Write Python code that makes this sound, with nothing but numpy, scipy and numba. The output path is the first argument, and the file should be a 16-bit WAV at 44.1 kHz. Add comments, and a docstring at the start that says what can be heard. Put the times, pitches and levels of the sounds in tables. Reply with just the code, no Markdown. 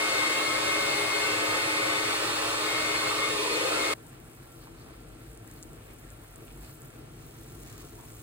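"""A pot of broth simmers: tiny bubbles burst in a fine fizz, bigger ones plop, gurgle and spit. Under it a gas
burner rumbles. For the first four seconds a small blower, probably a hair dryer, rushes loudly nearby with a
humming shaft and whining fan blades; then its sound breaks off at once. Tongs stir the broth, so the fizz
thickens, and lift out a piece of meat that drips into the pot. A phone with two microphones hears it all from
above."""
import sys
import numpy as np
from scipy import signal
from scipy.fft import rfft, irfft
from scipy.io import wavfile
from scipy.ndimage import uniform_filter1d, map_coordinates
from numba import njit

SR = 44100
rng = np.random.default_rng(int(sys.argv[2]) if len(sys.argv) > 2 else 0)


def dump(signal):
    """Clip the signal to [-1, 1] and save it as 16-bit WAV at the path in sys.argv[1]."""
    limited = np.clip(np.atleast_2d(signal).T, -1, 1)
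    pcm = np.round(limited * 32767).astype(np.int16)
    wavfile.write(sys.argv[1], SR, pcm)


N = 362502
T = np.arange(N) / SR
HZ = np.fft.rfftfreq(N, 1 / SR) + 1e-3


def gain(db):
    """Turn decibels into a number to multiply by."""
    return 10 ** (np.asarray(db) / 20)


def unit(x):
    """Scale a sound to an average strength (rms) of 1."""
    return x / np.sqrt(np.mean(x ** 2))


def over_time(rows):
    """Join the points of a time table with straight lines, one curve per value column."""
    times, *columns = np.transpose(rows)
    return [np.interp(T, times, column) for column in columns]


def over_pitch(points):
    """Join the points of a frequency table, giving each octave equal room."""
    hz, value = np.transpose(points)
    return np.interp(np.log(HZ), np.log(hz), value)


def rise(middle_s, length_s):
    """A smooth step from 0 to 1."""
    return .5 + .5 * np.tanh(2 * (T - middle_s) / length_s)


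def swell(middle_s, half_s):
    """A bell-shaped swell from 0 to 1 and back."""
    return np.exp(-((T - middle_s) / half_s) ** 2)


def noise():
    """Two unrelated white noises."""
    return rng.standard_normal((2, N))


def wander(per_second):
    """A smooth random curve that strays about 1 either side of zero."""
    hold = int(SR / per_second)
    steps = np.repeat(rng.standard_normal(N // hold + 1), hold)
    return 1.3 * uniform_filter1d(uniform_filter1d(steps, hold), hold)[:N]


def clicks(per_second, spread_db):
    """Two tracks of random clicks, most faint and a few much stronger."""
    happen = rng.random((2, N)) < per_second / SR
    sizes = gain(spread_db * np.minimum(rng.exponential(size=(2, N)), 4))
    return happen * sizes * np.sign(noise())


def add(track, start_s, sound):
    """Mix a short sound into a track."""
    start = int(start_s * SR)
    part = track[start:start + len(sound)]
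    part += sound[:len(part)]


def colour(x, spectrum, resonances=()):
    """Shape a sound with a broad tone curve plus narrow peaks and dips."""
    peaks_db = sum(lift / (1 + (2 * (HZ - hz) / width) ** 2) for hz, width, lift in resonances)
    return irfft(rfft(x) * gain(over_pitch(spectrum) + peaks_db), N)


@njit
def bandpass(x, hz, width_hz):
    """Let through only the sound near a pitch that may move (a state-variable filter)."""
    out, band, low = np.empty(len(x)), 0., 0.
    for i in range(len(x)):
        tuning, damping = np.tan(np.pi * hz[i] / SR), width_hz / hz[i]
        now = (band + tuning * (x[i] - low)) / (1 + tuning * (tuning + damping))
        band, low = 2 * now - band, low + 2 * tuning * now
        out[i] = damping * now
    return out


def ring(pair, hz, width_hz):
    """Make two tracks ring at a pitch; a narrower band rings longer."""
    return np.array([bandpass(x, hz * np.ones(N), float(width_hz)) for x in pair])


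def noise_band(hz, width_hz):
    """Noise around one pitch, filtered twice for steep edges."""
    return unit(ring(ring(noise(), hz, width_hz), hz, width_hz))


def left_lead(hz):
    """How far the wave at the left microphone is ahead of the right, in radians."""
    # head start at the left microphone: f/Hz, lead/rad
    leads = [(340, -.05), (690, -2.3), (1210, -.7), (1840, -1.9), (2150, -4.3), (3000, -2.7), (4130, -1.5),
             (4740, -2.8), (5800, -2.8), (7700, -.5), (9300, .2), (11700, 2.6), (14200, 5.8)]
    return np.interp(hz, *np.transpose(leads))


def stereo(pair):
    """Two microphones hear partly the same sound, one a little earlier or louder than the other."""
    # how alike the two sides are: f/Hz, share/0-1
    likeness = [(50, .92), (330, .98), (600, .68), (1500, .55), (4200, .38), (5600, .66), (8300, .8),
                (10000, .75), (15000, .75)]
    # which side is louder: f/Hz, left minus right/dB
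    balance = [(50, 1), (130, -0.5), (250, 3), (440, 5.5), (700, 2.5), (1100, -0.2), (2200, 0), (5000, 0)]
    first, second = rfft(pair)
    share = np.clip(over_pitch(likeness), 0, 1)
    common, apart = first * np.sqrt((1 + share) / 2), second * np.sqrt((1 - share) / 2)
    lean = gain(over_pitch(balance) / 2) * np.exp(.5j * left_lead(HZ))
    return irfft(np.array([(common + apart) * lean, (common - apart) / lean]), N)


def burner(flame_db=-48.5, flicker_db=1.5, flicker_below_hz=700, pot_open_s=4.2):
    """The gas flame flutters in the bass, over a deep rumble that grows once the pot is open."""
    # tone of the flame in the kitchen: f/Hz, level/dB
    spectrum = [(20, -24), (40, -5.5), (70, -5), (130, 0.5), (195, -8), (300, -9), (580, -11), (680, -6.5),
                (900, -15.5), (1500, -17), (2500, -19), (4800, -27), (9000, -30.5), (15800, -32)]
    # resonances of stove and kitchen: f/Hz, width/Hz, lift/dB
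    kitchen = [(109.2, 14, 9), (144, 38, 7), (246.6, 29, 8), (322.7, 53, 11), (441, 56, 7),
               (1363, 32, 11.5), (8900, 1300, 7)]
    flame = unit(colour(noise(), spectrum, kitchen)) * gain(flame_db)
    bass = irfft(rfft(flame) / (1 + (HZ / flicker_below_hz) ** 2), N)
    flutter = bass * (gain(flicker_db * wander(19)) - 1)
    rumble = noise_band(49, width_hz=13) * gain(-63.5 + 9 * rise(pot_open_s, length_s=.5))
    return stereo(flame + flutter + rumble)


def reflected(pair, sway_ms=.13):
    """Add short echoes whose delays shift as the blower sways in the hand."""
    # echoes from nearby surfaces: delay/ms, level/dB
    surfaces = [(1.93, -15), (5.201, -11.5), (8.7, -8.5)]
    out = pair
    for delay_ms, db in surfaces:
        sent_s = T - (delay_ms + sway_ms * wander(2.5)) / 1000
        out = out + gain(db) * np.array([map_coordinates(x, [sent_s * SR], order=2) for x in pair])
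    return out


def blower_air(rush_db=-29, hiss_db=-37):
    """Swirling air rings the blower's case, hisses at the nozzle and roars against a nearby surface."""
    # tone of the swirling air: f/Hz, level/dB
    rush_spectrum = [(120, -52), (270, -6), (320, -4), (650, 0), (980, -2.5), (1400, -1.5), (1950, 1.5),
                     (2600, -0.5), (3700, -3), (4600, -8.5), (10000, -30)]
    # resonances of case and room: f/Hz, width/Hz, lift/dB
    housing = [(305, 58, 9.5), (381, 19, -9.5), (415.8, 26.5, 14.5), (527, 14, 13), (558.6, 9.2, 7),
               (629, 18, 9.5), (679, 14, 12), (866, 55, 12), (1091, 38, 12), (1151, 39, 4),
               (1234.5, 18, 13), (1291.5, 36, 13), (1505, 55, 5.5), (1585, 33, -7), (2060, 120, -2.5),
               (2488, 28, 11), (4476, 26, 13)]
    # bands the surface cancels when the jet is closest: f/Hz, width/Hz, depth/0-1
    shadows = [(760, 200, 0.7), (1430, 450, 0.64)]
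    rush = unit(colour(reflected(noise()), rush_spectrum, housing)) * gain(rush_db)
    cancelled = sum(depth * ring(rush, hz, width) for hz, width, depth in shadows)
    rush = rush - cancelled * swell(3.41, half_s=.21)

    # tone of the nozzle's hiss: f/Hz, level/dB
    hiss_spectrum = [(3000, -6.5), (4800, 7.3), (6000, 2), (8300, 3.5), (10300, 1), (11500, -11),
                     (13500, -5), (15800, -10)]
    # nozzle resonances that flare and fade: f/Hz, width/Hz, level/dB
    nozzle = [(2673, 87, -45.5), (3563, 100, -45), (3773, 160, -50.5), (4270, 78, -45.5)]
    hiss = unit(colour(reflected(noise()), hiss_spectrum)) * gain(hiss_db)
    flares = sum(noise_band(hz, width) * gain(db + 3 * wander(16)) for hz, width, db in nozzle)

    # sliding resonance of the gap between nozzle and surface: t/s, f/Hz, level/dB
    gap = [(2.1, 1110, -50), (2.55, 1100, -39), (2.85, 1085, -46), (3.05, 1150, -36.5), (3.18, 1166, -35),
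           (3.33, 1140, -37.5), (3.5, 970, -38), (3.63, 1040, -53), (3.74, 1350, -35.5), (3.93, 1320, -56)]
    # the jet sweeps across the surface: t/s, half length/s, level/dB
    sweeps = [(1.465, 0.24, -42.5), (3.677, 0.41, -36.5)]
    gap_hz, gap_db = over_time(gap)
    roar = sum(gain(db) * swell(s, half_s) for s, half_s, db in sweeps)
    jet = noise_band(gap_hz, width_hz=240) * gain(gap_db) + noise_band(460, width_hz=160) * roar

    # slight change in loudness as the nozzle turns: t/s, level/dB
    aim = [(0, .5), (1.5, 0.12), (2.4, -.3), (3.4, -0.5), (3.7, 0.4)]
    waver_db = over_time(aim)[0] + .25 * wander(15)
    return stereo((rush + hiss + flares + jet) * gain(waver_db))


def fan_tone(cycles, lead, shimmer, shimmer_per_s):
    """One tone of the spinning fan; room echoes make it shimmer differently at each microphone."""
    echoes = np.array([wander(shimmer_per_s) + 1j * wander(shimmer_per_s) for _ in range(2)])
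    direct = np.exp(.5j * lead * np.array([[1], [-1]]))
    return unit(np.real((direct + shimmer * echoes) * np.exp(2j * np.pi * cycles)))


def blower_fan(blades=7, beat_hz=21.3, beat_db=-14, hum_pan_db=3):
    """The shaft hums; the blades whine in a beam that swells, fades and swings as the blower turns."""
    # turns of the shaft per second: t/s, f/Hz
    shaft_speed = [(0, 307.5), (1.2, 307.2), (1.65, 306.6), (2.2, 307.2), (3.2, 307.6)]
    # the blades' whine: t/s, level/dB, left minus right/dB, left lead/rad
    beam = [(0, -32, 2, -2), (.28, -31, 8, -3), (.4, -35.5, 5, -6), (.56, -35, 10, -5.5),
            (.62, -45, 6, -5.5), (.68, -31, 5, -4.5), (.95, -36.5, 9.5, -5.5), (1.22, -33, 6, -5),
            (1.38, -35, 3, -3.8), (1.6, -34, 1, -4), (1.9, -32, 4, -3.5), (2.15, -40, 8, -4.5),
            (2.3, -54, -4, -2), (2.57, -47, 2, -4), (2.7, -36, 6, -5), (2.93, -34.5, 12, -4),
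            (3, -37, 3, -4), (3.07, -34, 0, -5.5), (3.15, -49, -13, -6), (3.23, -28, 4, -4),
            (3.38, -52, 0, -7.5), (3.53, -37, 0, -10), (3.73, -43, 4, -9), (3.83, -38, 14, -13.5),
            (3.93, -40, 11, -12.5)]
    # motor hum and blade overtones: multiple of the shaft speed, level/dB
    overtones = [(1, -45), (4, -53), (6, -48.5), (14, -47.3), (21, -59), (28, -65), (35, -59), (42, -65)]
    shaft_hz, = over_time(shaft_speed)
    turns = np.cumsum(shaft_hz * (1 + .0005 * wander(14))) / SR
    sides = np.array([[.5], [-.5]])
    level_db, pan_db, lead = over_time(beam)
    blade = fan_tone(blades * turns, lead, shimmer=.12, shimmer_per_s=60)
    # a weaker tone just above the whine makes it flutter
    beat = fan_tone(blades * turns + beat_hz * T, lead, shimmer=.8, shimmer_per_s=12)
    whine = (blade + gain(beat_db) * beat) * gain(level_db + pan_db * sides)
    hum = 0
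    for k, db in overtones:
        hum_lead = left_lead(k * shaft_hz.mean())
        hum = hum + gain(db) * fan_tone(k * turns, hum_lead, shimmer=.12, shimmer_per_s=10 + 2 * k)
    return whine + hum * gain(hum_pan_db * sides)


def pot_echo(pair, tail_db, tail_s):
    """Each sound bounces briefly between the pot walls."""
    t = T[:int(.04 * SR)]
    tail = rng.standard_normal((2, len(t))) * np.exp(-t / tail_s)
    response = gain(tail_db) * tail / np.sqrt(np.sum(tail ** 2, axis=1, keepdims=True))
    response[:, 0] += 1  # the direct sound
    return signal.fftconvolve(pair, response, axes=1)[:, :N]


def dripping_meat(lift_s=7.16, gush_s=7.73):
    """Broth patters back into the pot, with one soft gush as the meat clears the surface."""
    # tone of the falling drops: f/Hz, level/dB
    spectrum = [(1500, -7), (3800, -4), (5500, -4), (8000, -3.5), (10500, -10), (15800, -6)]
    drops = pot_echo(clicks(per_second=700, spread_db=4.2), tail_db=-4, tail_s=.004)
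    flow = gain(-58) * rise(lift_s, length_s=.47) + gain(-61) * swell(gush_s, half_s=.12)
    return stereo(unit(colour(drops, spectrum)) * flow)


def churn(spurt_db=3):
    """Medium bubbles well up in uneven spurts; all sizes surge together, and each also on its own."""
    # ringing of each bubble size: f/Hz, level/dB
    bubbles = [(740, -67.5), (1150, -67.5), (1800, -66.5), (2500, -70.5), (4400, -71)]
    out, surge = 0, wander(18)
    for hz, db in bubbles:
        rings = ring(clicks(per_second=500, spread_db=2.5), hz, hz / 4)
        out = out + gain(db) * unit(rings * gain(spurt_db * (surge + wander(14))))
    return stereo(out)


def gurgles():
    """Now and then a cluster of larger bubbles breaks in a short, grainy burble."""
    # bubble clusters: t/s, half length/s, f/Hz, level/dB
    clusters = [(4.668, .03, 900, -55), (4.875, .025, 795, -58), (5.49, .025, 1750, -59),
                (6.43, 0.017, 403, -48.5), (6.493, .035, 2600, -60), (6.95, .025, 2000, -60),
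                (7.848, .02, 397, -51), (8.02, .05, 900, -58)]
    out = 0
    for s, half_s, hz, db in clusters:
        rings = ring(clicks(per_second=220, spread_db=3), hz, hz / 4)
        out = out + unit(rings) * gain(db) * swell(s, half_s)
    return stereo(out)


def plops(count=70, middle_hz=1273, decay_cycles=9.5, glide=.055):
    """Larger bubbles open softly one by one, each a short note that slides upward."""
    t = T[:int(.06 * SR)]
    notes = np.zeros((2, N))
    for i, (when, pitch, size) in enumerate(rng.random((count, 3))):
        hz = middle_hz * 2 ** (2 * pitch - 1)  # up to an octave either way
        age = t * hz / decay_cycles
        cycles = hz * t * (1 + glide * np.minimum(age, 4) / 2)
        note = np.exp(-age) * np.sin(2 * np.pi * cycles)
        strength = gain(-57 + 7 * size) * np.sqrt(middle_hz / hz)  # low notes are louder
        add(notes[i % 2], when * T[-1], note * strength)
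    return stereo(pot_echo(notes, tail_db=-6, tail_s=.006))


def spits(small_per_s=6, snap_s=.000058, boost_db=4):
    """Single bubbles snap at the surface, each at its own pitch: some loud ones among many small."""
    # the loudest snaps of bubbles and spatter: t/s, level before the boost/dB, f/Hz
    loud = [(4.0672, -39, 9500), (4.2014, -39, 14000), (4.5231, -43, 9230), (5.3318, -41, 10300),
            (5.3513, -42, 9500), (5.3747, -36, 9150), (5.4765, -37, 8960), (5.5134, -36, 8450),
            (5.5373, -40, 14000), (5.6277, -28.5, 7800), (5.633, -32, 7700), (5.7324, -41, 8700),
            (5.8601, -42, 14000), (5.9349, -38, 14000), (6.1035, -38, 8290), (6.3595, -33, 9400),
            (6.3809, -38, 13400), (6.8074, -38, 13500), (6.8194, -36, 9560), (6.8748, -40, 14100),
            (6.9047, -42, 8270), (7.2654, -38, 14500)]
    chance = rng.random((int(small_per_s * T[-1]), 3))
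    small = [(when * T[-1], -59 + 8 * size, 7000 * 2 ** pitch) for when, size, pitch in chance]
    t = T[:int(.002 * SR)]
    envelope = t / snap_s * np.exp(1 - t / snap_s)
    snaps = np.zeros((2, N))
    for s, db, hz in list(loud) + small:
        add(snaps[0], s, gain(db + boost_db) * envelope * np.sin(2 * np.pi * hz * t))
    return stereo(pot_echo(snaps, tail_db=-7, tail_s=.004))


def fizz(base_db=-64.5, surge_db=1.7):
    """Countless tiny bubbles burst in surges, each ringing for a moment at the pitch of its size."""
    # bubble sizes, from small to finest: f/Hz, width/Hz, relative level/dB
    bubbles = [(6300, 2000, -8), (8500, 2200, 0), (10500, 3500, -1), (14200, 3500, 1)]
    # extra fizz as the tongs stir the broth: t/s, lift/dB
    stirring = [(4.4, 3), (5.05, -1), (5.4, 3), (5.8, 2.5), (5.95, 4), (6.1, 3), (6.5, 4.5), (6.7, 9),
                (7.02, 0), (7.3, 4), (7.65, 6.5), (7.9, 3.5), (8.2, 8.5)]
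    rings = 0
    for hz, width, db in bubbles:
        pops = clicks(per_second=hz / 16, spread_db=3.9)  # smaller bubbles are more common
        rings = rings + gain(db) * unit(ring(pops, hz, width))
    crackle = unit(pot_echo(rings, tail_db=-8, tail_s=.008))
    level_db = base_db + over_time(stirring)[0] + surge_db * wander(30)
    return stereo(crackle * gain(level_db))


def scene(blower_off_s=3.938, cut_s=.0059):
    """Burner and broth sound throughout, the blower until its sound breaks off."""
    running = np.clip((blower_off_s - T) / cut_s + .5, 0, 1)
    blower = running * (blower_air() + blower_fan())
    return blower + burner() + churn() + fizz() + plops() + gurgles() + dripping_meat() + spits()


def record(dry, top_hz=15800):
    """The phone cuts off the highest treble."""
    return signal.sosfilt(signal.ellip(10, .2, 80, top_hz, fs=SR, output="sos"), dry)


dry = scene()
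out = record(dry)
dump(out)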